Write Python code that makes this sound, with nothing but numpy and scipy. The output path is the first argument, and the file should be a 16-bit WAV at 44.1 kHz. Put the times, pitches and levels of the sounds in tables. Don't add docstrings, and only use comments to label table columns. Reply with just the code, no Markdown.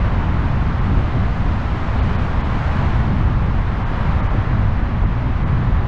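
import sys
import numpy as np
from scipy import signal
from scipy.fft import rfft, irfft, next_fast_len
from scipy.io import wavfile
from scipy.ndimage import uniform_filter1d

SR = 44100
rng = np.random.default_rng(int(sys.argv[2]) if len(sys.argv) > 2 else 0)


def magnitude_from_level(level_db):
    exponent = np.asarray(level_db, float) / 20
    return 10 ** exponent


def output_pcm(signal):
    pcm = np.clip(np.atleast_2d(signal).T, -1, 1) * 32767
    wavfile.write(sys.argv[1], SR, np.round(pcm).astype(np.int16))


N = 258867
FRAME = 1024


def unit(x):
    return x / np.sqrt(np.mean(x ** 2) + 1e-20)


def curves(rows):
    s, *cols = np.transpose(rows)
    return [np.interp(np.arange(N) / SR, s, c) for c in cols]


def filtered(x, response):
    margin = 4096
    m = next_fast_len(len(x) + 2 * margin)
    wide = np.pad(x, (margin, m - len(x) - margin), "reflect")
    spectrum = rfft(wide) * response(np.fft.rfftfreq(m, 1 / SR))
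    return irfft(spectrum, m)[margin:][:len(x)]


def coloured(x, spectrum):
    f, db = np.transpose(spectrum)

    def response(hz):
        return magnitude_from_level(np.interp(np.log(hz + 1), np.log(f + 1), db, left=-120, right=-120))

    return filtered(x, response)


def rush(spectrum, patchy_db):
    z = signal.stft(rng.standard_normal(N + 1024), nperseg=512)[2]
    field = uniform_filter1d(rng.standard_normal(z.shape), size=5, axis=0)
    field = uniform_filter1d(field, size=12, axis=1)
    noise = signal.istft(z * magnitude_from_level(patchy_db * unit(field)), nperseg=512)[1][:N]
    return unit(coloured(noise, spectrum))


def evened(x, window_s, share):
    size = max(int(window_s * SR), 1)
    power = uniform_filter1d(uniform_filter1d(x ** 2, size), size)
    return unit(x / (np.abs(power) + 1e-6) ** (np.clip(share, 0, 1) / 2))


# t/s, peak level/dB
LIMITER_TICKS = [(0.2176, -79), (0.6025, -75), (0.6319, -67), (1.0609, -75), (1.515, -78), (1.7385, -77),
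                 (1.8636, -79), (2.3465, -71), (2.6988, -79), (2.7594, -80), (2.8858, -76), (2.9866, -75),
                 (3.0716, -72.5), (3.4236, -76), (3.7898, -82), (3.923, -78), (4.3679, -74), (4.384, -74),
                 (4.6424, -70), (4.678, -66), (4.694, -67.5), (4.8269, -81), (4.8925, -77.5), (5.3951, -76),
                 (5.6761, -78), (5.7223, -77)]


def ticks():
    t = np.arange(N) / SR
    gate = np.full(N, magnitude_from_level(-103))
    for s, db in LIMITER_TICKS:
        gate += magnitude_from_level(db - 7) * np.exp(-((t - s - .002) / .004) ** 2)
    return gate * rush([(9000, -7.5), (11000, -0.5), (15600, 1)], patchy_db=0)


# t abreast/s, roar level/dB, hiss level/dB
ONCOMING = [(0.0, -31, -49), (0.55, -36, -51), (0.97, -34.5, -51), (1.3, -41.5, -52.5), (1.7, -38.5, -48.5),
            (2.1, -32.5, -46.5), (2.75, -29, -44.5), (4.05, -32, -48), (4.4, -33.5, -55.5),
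            (5.3, -46.5, -66), (5.6, -35, -54)]


def traffic():
    lane_m, closing_m_per_s = 8.17, 30.4
    wake = 1
    s, roar_db, hiss_db = np.transpose(ONCOMING)
    along_m = closing_m_per_s * (np.arange(N) / SR - s[:, None])
    along_m = np.where(along_m > 0, along_m / wake, along_m)
    close = 1 / (1 + (along_m / lane_m) ** 2)
    own_roar_db, own_hiss_db = -33, -50
    roar = np.sqrt(magnitude_from_level(own_roar_db) ** 2 + magnitude_from_level(roar_db) ** 2 @ close)
    hiss = np.sqrt(magnitude_from_level(own_hiss_db) ** 2 + magnitude_from_level(hiss_db) ** 2 @ close)
    return roar, hiss


# f/Hz, level/(dB per Hz)
TREAD_HISS = [(1200, -28), (2200, 0), (3000, 0), (4000, -5), (5000, -11.5), (6500, -18.5), (8000, -27),
              (9000, -34), (10000, -39.5), (11500, -47), (12300, -62), (15700, -62.5)]
# lower edge f/Hz, extra growth exponent [-]
BRIGHTENING = [
    (6000, .4),
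    (11300, 3.1),
]


def tread(hiss):
    sound = rush(TREAD_HISS, patchy_db=0.03)
    knots = rng.standard_normal(N // FRAME + 2)
    flicker = np.interp(np.arange(N), np.arange(0, N + FRAME, FRAME), knots)
    for (edge_hz, extra), scatter_db in zip(BRIGHTENING, [0, 4.5]):
        top = filtered(sound, lambda hz: (hz < 12400) / (1 + (edge_hz / (hz + 1)) ** 24))
        growth = np.minimum(hiss / hiss.mean(), 1.3) ** extra
        sound = sound + top * (magnitude_from_level(scatter_db * flicker) * growth - 1)
    return hiss * sound


# f/Hz, level/(dB per Hz)
PANEL_DRONE = [(90, -31.5), (160, -0.5), (220, -1), (300, -8.5), (420, -16), (800, -50)]
# f/Hz, level/(dB per Hz)
TYRE_ROAR = [(150, -36.5), (320, -7.5), (480, -3.5), (700, -1.5), (1050, -0.5), (1400, -4.5), (2000, -10),
             (3000, -22), (5000, -46)]


def tyres():
    roar, hiss = traffic()
    drone = evened(rush(PANEL_DRONE, patchy_db=1.85), window_s=0.18, share=0.76)
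    drone = magnitude_from_level(-27.5 + stirred(layer_hz=204, follows=.9)) * drone
    return drone + roar * rush(TYRE_ROAR, patchy_db=-0.08) + tread(hiss)


# t/s, level/dB
TUBE_AIRFLOW = [(0.0, -18), (0.8, -18.5), (0.98, -17.5), (1.11, -20), (1.14, -18.5), (1.91, -20),
                (2.06, -17), (2.34, -19.5), (3.38, -17), (3.94, -22), (3.99, -19), (5.4, -20),
                (5.54, -16.5), (5.87, -20)]
# t/s, swell level/dB, f/Hz
BURSTING_EDDIES = [(0.35, 4, 205), (0.49, 1, 75), (0.95, 5.5, 161), (0.97, 5.5, 58), (1.17, 3.0, 125),
                   (1.43, 1, 35), (1.49, 1.5, 75), (2.03, 5, 58), (2.22, 3, 75), (2.38, 2.5, 34),
                   (2.84, 2.5, 97), (2.88, 4.5, 34.6), (3.0, 2, 75), (3.13, 4, 156), (3.25, 5.5, 45),
                   (3.37, -0.5, 127), (3.37, 0.5, 35), (3.61, 3.5, 45), (3.84, -2, 35), (4.1, 6, 75),
                   (4.18, 4.5, 45), (4.38, 6, 75), (4.53, 5.5, 74.6), (4.66, 6, 125), (4.7, 8, 35),
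                   (5.05, 5, 57.5), (5.3, 2.5, 34.6), (5.55, 4, 77), (5.61, 0.5, 35), (5.74, 4.5, 45)]
# t/s, dip level/dB, f/Hz
CLINGING_LULLS = [(0.4, 0, 35), (0.52, 2.5, 45), (0.75, -7, 57.5), (1.1, -5.3, 76), (1.16, -1, 35),
                  (1.35, -4, 96), (1.56, -4, 35), (1.68, -3.5, 124), (1.71, -3, 35), (1.86, -7.5, 96),
                  (2.03, -3, 35), (2.19, -3.5, 124), (2.29, -5.8, 58), (2.47, -3, 97), (2.6, -8, 45),
                  (2.64, -6.0, 205), (2.73, -5, 58), (3.7, -4.5, 158), (3.75, -3.5, 45), (3.97, -4.5, 125),
                  (4.15, -2.5, 57.5), (4.34, -2, 35), (4.84, -4.0, 125), (5.12, -3, 98)]


def stirred(layer_hz, follows):
    half_length_s, reach_oct, growth = 0.042, .7, 1.12
    flow_db, = curves(TUBE_AIRFLOW)
    s, db, hz = np.transpose(BURSTING_EDDIES + CLINGING_LULLS)
    near = np.exp(-(np.log2(hz / layer_hz) / reach_oct) ** 2)
    t = np.arange(0, N + 64, 64) / SR
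    bursts = (growth * db * near) @ np.exp(-((t - s[:, None]) / half_length_s) ** 2)
    return follows * (flow_db - flow_db.mean()) + np.interp(np.arange(N) / SR, t, bursts)


# f/Hz, level/(dB per Hz)
HEAVE = [(1, -9), (8, 3.5), (22, 2), (30, -0.5), (42, -19.5), (80, -49)]
# f/Hz, level/(dB per Hz)
BODY_BUFFET = [(20, -22.5), (33, -4), (45, 2), (65, -1), (85, -8), (130, -20), (300, -58.5)]
# f/Hz, level/(dB per Hz)
TUBE_BOOM = [(40, -44), (65, -4), (90, 0), (125, -3.5), (160, -11.5), (220, -20), (400, -54)]


def rumble():
    buffet = evened(rush(BODY_BUFFET, patchy_db=0.0), window_s=0.26, share=.9)
    boom = evened(rush(TUBE_BOOM, patchy_db=1.6), window_s=.07, share=1.0)
    sway = evened(rush(HEAVE, patchy_db=-2.5), window_s=0.045, share=0.82)
    bass = magnitude_from_level(-24.5 + stirred(layer_hz=24, follows=.05)) * sway
    bass += magnitude_from_level(-21 + stirred(layer_hz=48, follows=.3)) * buffet
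    bass += magnitude_from_level(-20.5 + stirred(layer_hz=100, follows=.9)) * boom
    ceiling = magnitude_from_level(-7)
    rounded = bass / (1 + np.abs(bass / ceiling) ** 4) ** (1 / 4)
    return filtered(rounded, lambda hz: (hz > 0) / (1 + (hz / 260) ** 6))


def scene():
    return (rumble() + tyres())[None]


# t/s, lowest lost f/Hz
TREBLE_LOSSES = [
    (.805, 6100),
    (2.013, 5300),
    (2.175, 4600),
    (2.431, 4900),
    (3.847, 4400),
    (4.219, 4900),
    (4.288, 4900),
    (5.055, 4700),
    (5.449, 3840),
]


def dropouts(x):
    out = x.copy()
    left_db = -30
    dip = 1 - np.sqrt(1 - (1 - magnitude_from_level(left_db) ** 2) * np.hanning(2 * FRAME))
    hole_maps = rng.random((len(TREBLE_LOSSES), 128)) < .45
    for (s, edge_hz), holes in zip(TREBLE_LOSSES, hole_maps):
        middle = round(s * SR)
        span = slice(middle - 2 * FRAME, middle + 2 * FRAME)

        def lost(hz):
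            island_gap = holes[(hz / 180).astype(int) % 128]
            return (hz > edge_hz) | ((hz > .68 * edge_hz) & island_gap)

        out[span] -= np.pad(dip, FRAME) * filtered(x[span], lost)
    return out


def top_cut(x):
    return signal.sosfilt(signal.butter(12, 15700, fs=SR, output="sos"), x)


def record(dry):
    start = np.sin(np.pi / 2 * np.minimum(np.arange(N) / SR / .0015, 1)) ** 2
    mix = ticks() + dropouts(dry[0])
    offset = -.005
    return top_cut(start * (mix[None] + offset))


dry = scene()
out = record(dry)
output_pcm(out)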